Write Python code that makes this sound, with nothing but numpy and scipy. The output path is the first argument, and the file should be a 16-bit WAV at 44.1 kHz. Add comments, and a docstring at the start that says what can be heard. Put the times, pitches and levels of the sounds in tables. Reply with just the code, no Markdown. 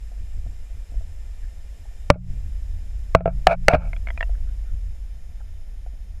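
"""A camera housing is towed through water on a taut line. Eddies rumble against it over a thin hiss,
with a few faint taps. From two seconds in, tackle knocks hard on the case four times, chatters along it
and sets the line humming. The knocks overload the recorder, whose limiter ducks the hiss for a moment.
Around four seconds the tackle clinks lightly; then the flow slackens under soft rubs and last taps."""
import sys
import numpy as np
from scipy import signal
from scipy.fft import rfft, irfft
from scipy.io import wavfile
from scipy.ndimage import uniform_filter1d, minimum_filter1d

SR = 44100
rng = np.random.default_rng(int(sys.argv[2]) if len(sys.argv) > 2 else 0)


def inscribe(sig):
    """Save sig as 16-bit PCM at rate SR to the path in sys.argv[1].

    A 1-D sig is mono; a 2-D sig holds one channel per row.
    Samples are clipped to [-1, 1] before scaling.
    """
    pcm = np.round(np.clip(np.atleast_2d(sig).T, -1, 1) * 32767)
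    wavfile.write(sys.argv[1], SR, pcm.astype(np.int16))


N = 273420

# blows on the case: (time [s], level [dB], pitch [factor], contact time [ms], thud against blow [dB])
KNOCKS = [(.116, -44, 1.03, 0.5, -11.5), (.463, -44, 1, 0.27, 5), (0.92, -48, 1.03, 0.48, 13.5),
          (0.942, -43, .99, 0.37, -1), (1.008, -42.5, .98, .35, -12), (1.854, -44.5, 1.2, .36, -19),
          (2.102, 15, 0.86, .11, -1.5), (2.157, -15, 0.91, 0.6, 0), (3.1494, 16.5, .97, .42, -5.5),
          (3.207, -6, 0.96, 0.32, -12.5), (3.2575, 5, 0.99, 0.36, -13), (3.277, -2.5, 0.98, .38, -17),
          (3.4697, 12, 1.097, 0.13, -16), (3.683, 9.5, 1, 0.036, -16), (3.7355, 7.5, 1.02, 0.12, -1.5),
          (3.75, 1, 0.93, 0.21, -1), (4.294, -36.5, 1.03, 0.26, -22), (5.405, -46, 1.2, 0.23, -25),
          (5.863, -38, 1.07, 0.29, -20), (5.936, -57, 0.91, 0.71, 15)]
# modes of the case: (frequency [Hz], relative level [dB], t60 [s])
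CASE_MODES = [(555, -5, .024), (675, 0, .048), (1060, -22, .014), (1360, -12, .042), (1570, -17, .02),
              (2320, -19, .018), (2630, -25, .016), (3900, -32, .012), (5200, -38, .01)]
# buffeting as the tow speeds up and slackens: (time [s], level [dB])
FLOW = [(0, -33), (1.0, -31), (1.8, -35), (2.4, -28), (3.0, -28), (3.9, -26.5), (4.4, -26), (5.1, -32),
        (6.2, -32.5)]


def knocks(crack_db=-7, crack_s=.0025, skid_db=-25, skid_s=.014, hum_db=-15.5, pluck_ms=.99):
    """Each blow cracks, rings the case, skids a little, flexes the case with a thud and plucks the line."""
    # the case flexing as a whole: (frequency [Hz], relative level [dB], t60 [s])
    thud_modes = [(74, 0, .15), (110, -3.5, 0.17), (158, -0.5, 0.1), (255, 6.5, 0.034)]
    out, t = np.zeros(N), np.arange(SR // 12) / SR
    thud = soften(ring(thud_modes, .4), pluck_ms)
    hum = soften(taut_line(), pluck_ms)
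    grit = band(rasp(), 150, 1900)
    for s, db, pitch, contact_ms, thud_db in KNOCKS:
        crunch = evened(band(rng.standard_normal(len(t)), 1050, 2700))
        crack = band(crunch * np.exp(-t / crack_s), 1050, 2700)
        softness_db = 60 * (contact_ms - .1308)  # the softer the contact, the less it cracks
        skid = grit[round(s * SR):][:len(t)] * np.exp(-t / skid_s)
        add(out, s, gain_of(db + crack_db - softness_db) * crack)
        add(out, s, gain_of(db) * soften(struck_case(pitch), contact_ms))
        add(out, s, gain_of(db + skid_db) * skid)
        add(out, s, gain_of(db + thud_db) * thud)
        add(out, s, gain_of(db + hum_db) * hum)
    return out


def struck_case(pitch=1, low_cut_hz=440):
    """The case struck once; little of it sounds below the first mode."""
    low_cut = signal.butter(4, low_cut_hz, "high", fs=SR, output="sos")
    body = signal.sosfilt(low_cut, ring(CASE_MODES, .15, pitch))
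    return body / abs(body).max()


def taut_line(slack=.11, settle_s=.03):
    """A blow slackens the line: its hum starts flat and rises as it tightens again."""
    # modes of the line and its mount: (frequency [Hz], relative level [dB], t60 [s])
    line_modes = [(54, -3, 0.21), (123, -16.5, 0.72), (178.3, -3, .3)]
    t = np.arange(SR) / SR
    slackened = t - slack * settle_s * (1 - np.exp(-t / settle_s))
    return np.interp(slackened, t, ring(line_modes, 1.0))


def scrapes(chatter_hz=678, wobble=.035, slip_ms=.15, grip_s=.0018, press_db=3):
    """Tackle sticks and slips at the main mode of the case, with rasping grit, under uneven pressure."""
    # drags along the case: (time [s], length [s], rms before the fades [dB], release [s])
    drags = [(2.099, 0.077, -31.5, 0.025), (3.148, 0.069, -19.5, 0.038), (3.47, 0.091, -4, 0.034),
             (3.685, .09, -2.5, 0.024), (3.762, 0.19, -32, 0.2)]
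    out, grains = np.zeros(N), rasp()
    speed = evened(smooth(rng.standard_normal(N), SR // 400))
    pressure = evened(smooth(rng.standard_normal(N), SR // 180))
    cycles = np.cumsum(chatter_hz * (1 + wobble * speed)) / SR
    slips = sum(np.cos(2 * np.pi * k * cycles) for k in range(1, 5))
    chatter = evened(signal.oaconvolve(slips, soften(struck_case(), slip_ms))[:N])
    for s, length, db, release_s in drags:
        span = slice(int(s * SR), int((s + length) * SR))
        grit_share = np.interp(db, [-33, -22], [.73, .48])  # a light touch rasps, a hard one judders
        friction = (1 - grit_share) * chatter[span] + grit_share * grains[span]
        stroke = evened(friction * gain_of(press_db * pressure[span]))
        t = np.arange(len(stroke)) / SR
        fades = np.minimum(t / grip_s, 1) * np.minimum((length - t) / release_s, 1) ** 2
        add(out, s, gain_of(db) * stroke * fades)
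    return out


def rasp(grain_db=2):
    """Grit on the wall of the case: noise of uneven grains."""
    # colour of the grit: (frequency [Hz], relative level [dB])
    grit_spectrum = [(100, -23), (380, -20), (580, 8.5), (760, 3), (1100, -10), (1400, -0.5), (1680, -12.5),
                     (1950, -26.5), (2280, -2.5), (2650, -13), (3150, -33.5), (3900, -29), (7000, -43.5),
                     (11000, -44.5), (15000, -59.5)]
    grains = rng.standard_normal(N) * gain_of(grain_db * rng.exponential(1, N).clip(0, 4))
    return coloured(grains, spectrum_db(grit_spectrum))


def clinks(swell_s=.0013, main_t60=.018, overtone_t60=.026, clatter_db=-15, click_db=-3, tap_db=-10.5):
    """Small metal links touch: two short tones swell around a click and a clatter, and tap the case."""
    # link touches: (time [s], peak [dB], pitch [Hz], overtone [Hz], overtone against main tone [dB])
    touches = [(3.931, -25, 2145, 2910, -37), (3.964, -35, 2370, 3350, -9.5), (4.071, -25, 2160, 2580, -33),
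               (4.085, -27.5, 1770, 2220, 2), (4.1031, -24.5, 2015, 3260, -17),
               (4.175, -26, 1940, 2440, 3.5), (4.2073, -15.5, 1835, 3330, -23.5),
               (4.227, -19, 1880, 2730, -7)]
    # the dull click inside a clink: (frequency [Hz], relative level [dB], t60 [s])
    click_modes = [(594, -34, 0.037), (980, 7, 0.035), (1510, 22, 0.0068), (1980, -10, 0.0024),
                   (2700, 3, 0.0091)]
    out, t = np.zeros(N), np.arange(SR // 25) / SR
    click = soften(ring(click_modes, .03), contact_ms=.046)
    tap = soften(struck_case(pitch=.99), contact_ms=.16)
    attack = 1 - np.exp(-(t / swell_s) ** 2)
    for s, db, hz, overtone_hz, overtone_db in touches:
        tone = ring([(hz, 0, main_t60), (overtone_hz, overtone_db, overtone_t60)], .5)[:len(t)]
        midrange = band(rng.standard_normal(len(t)), 450, 3200)
        clatter = evened(band(midrange, 450, 3200)) * np.exp(-t / .0025)
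        touch = (tone + gain_of(clatter_db) * clatter) * attack
        add(out, s, gain_of(db) * touch / abs(touch).max())
        click_at = s + .001396  # lands as the tones swell
        add(out, click_at, gain_of(db + click_db) * click)
        add(out, click_at, gain_of(db + tap_db) * tap)
    return out


def rumble(level_db=1, brighten=.6, steadiness=.3):
    """Eddies buffet the case; a surge holds smaller, faster eddies and sounds brighter."""
    # eddy pressure on the case: (frequency [Hz], relative level [dB])
    eddy_spectrum = [(5, -15), (17, 2), (28, -3), (40, -1), (50, 2), (63, -16), (79, -9), (95, -28),
                     (112, -30.5), (145, -39), (172, -33.5), (205, -39.5), (330, -49), (900, -86.5)]
    eddies = coloured(rng.standard_normal(N), spectrum_db(eddy_spectrum))
    swell = smooth(eddies ** 2, SR // 14)
    eddies = evened(eddies / swell ** steadiness)  # tames the chance swells
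    small_eddies = band(eddies, 70, 120)
    strength = buffeting()
    surge = np.minimum(strength / follow(FLOW), 3)
    return gain_of(level_db) * strength * (eddies + (surge ** brighten - 1) * small_eddies)


def buffeting(surge_s=.032, jolt_db=-35, jolt_s=.082):
    """The rumble's envelope: the flow, lifted by large eddies and by each blow shaking the case."""
    # large eddies breaking on the case, and lulls between them: (time [s], lift [dB])
    surges = [(.22, 6.5), (0.371, 10.5), (0.482, 11.5), (.68, -5), (.77, 3.5), (.86, -10.5), (0.981, 8),
              (1.44, 5.5), (2.31, 5), (2.481, 6.5), (2.75, 4), (4.31, 4.5), (4.45, 5), (4.74, 7.5),
              (4.89, 4)]
    t = np.arange(N) / SR
    lift_db = sum(db * np.exp(-((t - s) / surge_s) ** 2) for s, db in surges)
    jolts = sum(gain_of(db + jolt_db) * (t > s) * np.exp(-abs(t - s) / jolt_s) for s, db, *_ in KNOCKS)
    return follow(FLOW) * gain_of(lift_db) + uniform_filter1d(jolts, size=SR // 50)


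def rubs(spread=1.09):
    """Something brushes the case now and then: a short, soft band of noise."""
    # soft brushes: (time [s], length [s], rms before the fades [dB], centre [Hz])
    brushes = [(1.423, 0.04, -58, 1760), (4.342, 0.023, -56.5, 1560), (4.457, 0.061, -63, 1480),
               (4.648, 0.072, -62, 1410), (5.39, 0.034, -60.5, 1440)]
    out = np.zeros(N)
    for s, length, db, hz in brushes:
        n = int(length * SR)
        brush = evened(band(rng.standard_normal(n), hz / spread, hz * spread))
        add(out, s, gain_of(db) * brush * signal.windows.tukey(n, .7))
    return out


def specks(taps_per_s=60, tap_db=-63, ticks_per_s=7, tick_db=-51):
    """Specks in the stream tap the case; the tiniest only tick."""
    taps, ticks = (rng.exponential(1, N).clip(0, 3) * (rng.random(N) < rate / SR)
                   for rate in (taps_per_s, ticks_per_s))
    patter = signal.oaconvolve(taps, ring(CASE_MODES, .1))[:N]
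    return gain_of(tap_db) * patter + gain_of(tick_db) * band(ticks, 9500, SR / 3)


def hiss():
    """A thin, steady bed of electronic hiss that crossfades slowly from one colour to another."""
    # level ride: (time [s], level [dB])
    ride = [(0, -58), (2.0, -57.5), (3.0, -58), (4.4, -58), (5.2, -60), (6.2, -61)]
    # base colour: (frequency [Hz], relative level [dB])
    hiss_spectrum = [(60, -11), (250, 8.5), (450, 13), (1100, 4), (1450, 5.5), (2100, 6.5), (3000, 4),
                     (4600, -0.5), (6500, 3), (8200, -1.5), (9600, 2.5), (12000, 0.5), (15000, -6)]
    # broad bumps in that colour: (centre [Hz], width [Hz], opening lift [dB], closing lift [dB])
    bumps = [(693, 350, 3, 4.5), (1797, 110, 6.5, 6.5), (2090, 79, 4, 4.5), (2402, 100, 6.5, 3),
             (2830, 100, 3.5, 0), (3070, 59, 2.5, 7), (3660, 74, 6.5, 7.5), (5160, 480, 7.5, 7),
             (6960, 550, 3, 5), (7550, 660, 7.5, -3), (11900, 960, 0, 2.5)]
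    hz, progress = np.fft.rfftfreq(N, 1 / SR), np.linspace(0, 1, N)
    centre, width, opening_db, closing_db = np.transpose(bumps)
    shapes = 1 / (1 + (2 * (hz[:, None] - centre) / width) ** 4)
    opening, closing = (coloured(rng.standard_normal(N), spectrum_db(hiss_spectrum) + shapes @ lift_db)
                        for lift_db in (opening_db, closing_db))
    return follow(ride) * (np.sqrt(1 - progress) * opening + np.sqrt(progress) * closing)


def ring(modes, length_s, pitch=1):
    """Damped sines after one impulse, with a peak of one."""
    t = np.arange(int(length_s * SR)) / SR
    y = sum(gain_of(db - 60 * t / t60) * np.sin(2 * np.pi * hz * pitch * t) for hz, db, t60 in modes)
    return y / abs(y).max()


def soften(x, contact_ms):
    """Spreads a blow over its contact time, which dulls it; the peak is kept."""
    contact = np.arange(SR // 100) / SR * 1000 / contact_ms
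    dulled = signal.fftconvolve(x, contact * np.exp(-2 * contact))
    return dulled * abs(x).max() / abs(dulled).max()


def band(x, low_hz, high_hz):
    """A gentle band-pass."""
    return signal.sosfilt(signal.butter(2, [low_hz, high_hz], "band", fs=SR, output="sos"), x)


def spectrum_db(points):
    """An EQ curve in dB for every frequency bin, joined on a log-frequency axis."""
    hz, db = np.transpose(points)
    return np.interp(np.log(np.fft.rfftfreq(N, 1 / SR) + 1), np.log(hz + 1), db)


def coloured(x, curve_db):
    """Applies an EQ curve and scales to an rms of one."""
    return evened(irfft(rfft(x) * gain_of(curve_db), N))


def follow(ride):
    """A level ride as a gain for every sample."""
    times, db = np.transpose(ride)
    return gain_of(np.interp(np.arange(N) / SR, times, db))


def smooth(x, samples):
    """A moving average, run twice."""
    return uniform_filter1d(uniform_filter1d(x, samples), samples)


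def evened(x):
    """Scales to an rms of one."""
    return x / np.sqrt(np.mean(x ** 2) + 1e-20)


def gain_of(db):
    """Decibels to amplitude."""
    return 10 ** (np.asarray(db) / 20)


def add(mix, s, sound):
    """Mixes a sound in at s seconds."""
    part = mix[max(round(s * SR), 0):][:len(sound)]
    part += sound[:len(part)]


def scene():
    """Rumble, specks, knocks, scrapes, rubs and clinks, mixed to mono over a thin electronic hiss."""
    return (rumble() + hiss() + specks() + knocks() + scrapes() + rubs() + clinks())[None]


def limiter(x, threshold_db=-1, attack_s=.0044, hold_s=.026, recover_db_per_s=125):
    """Turns the gain down within milliseconds of a peak, holds it, then lets it back up."""
    over_db = np.maximum(20 * np.log10(abs(x) + 1e-9) - threshold_db, 0)
    half_hold = int(hold_s * SR / 2)
    held_db = -minimum_filter1d(-over_db, 2 * half_hold + 1, origin=half_hold)
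    recovery_db = np.arange(N) * recover_db_per_s / SR
    cut_db = np.maximum.accumulate(held_db + recovery_db) - recovery_db
    lag = np.exp(-1 / (attack_s * SR))
    return x * gain_of(-signal.lfilter([1 - lag], [1, -lag], cut_db))


def record(dry, rolloff_hz=9500, edge_hz=15500):
    """The limiter is too slow for the first cycles of a hard knock, which clip; the treble rolls off."""
    clipped = np.clip(limiter(dry[0]), -1, 1)
    dulled = signal.sosfilt(signal.butter(1, rolloff_hz, fs=SR, output="sos"), clipped)
    steep_cut = signal.firwin(255, edge_hz, window=("kaiser", 9), fs=SR)
    return signal.oaconvolve(dulled, steep_cut, "same")[None]


dry = scene()
out = record(dry)
inscribe(out)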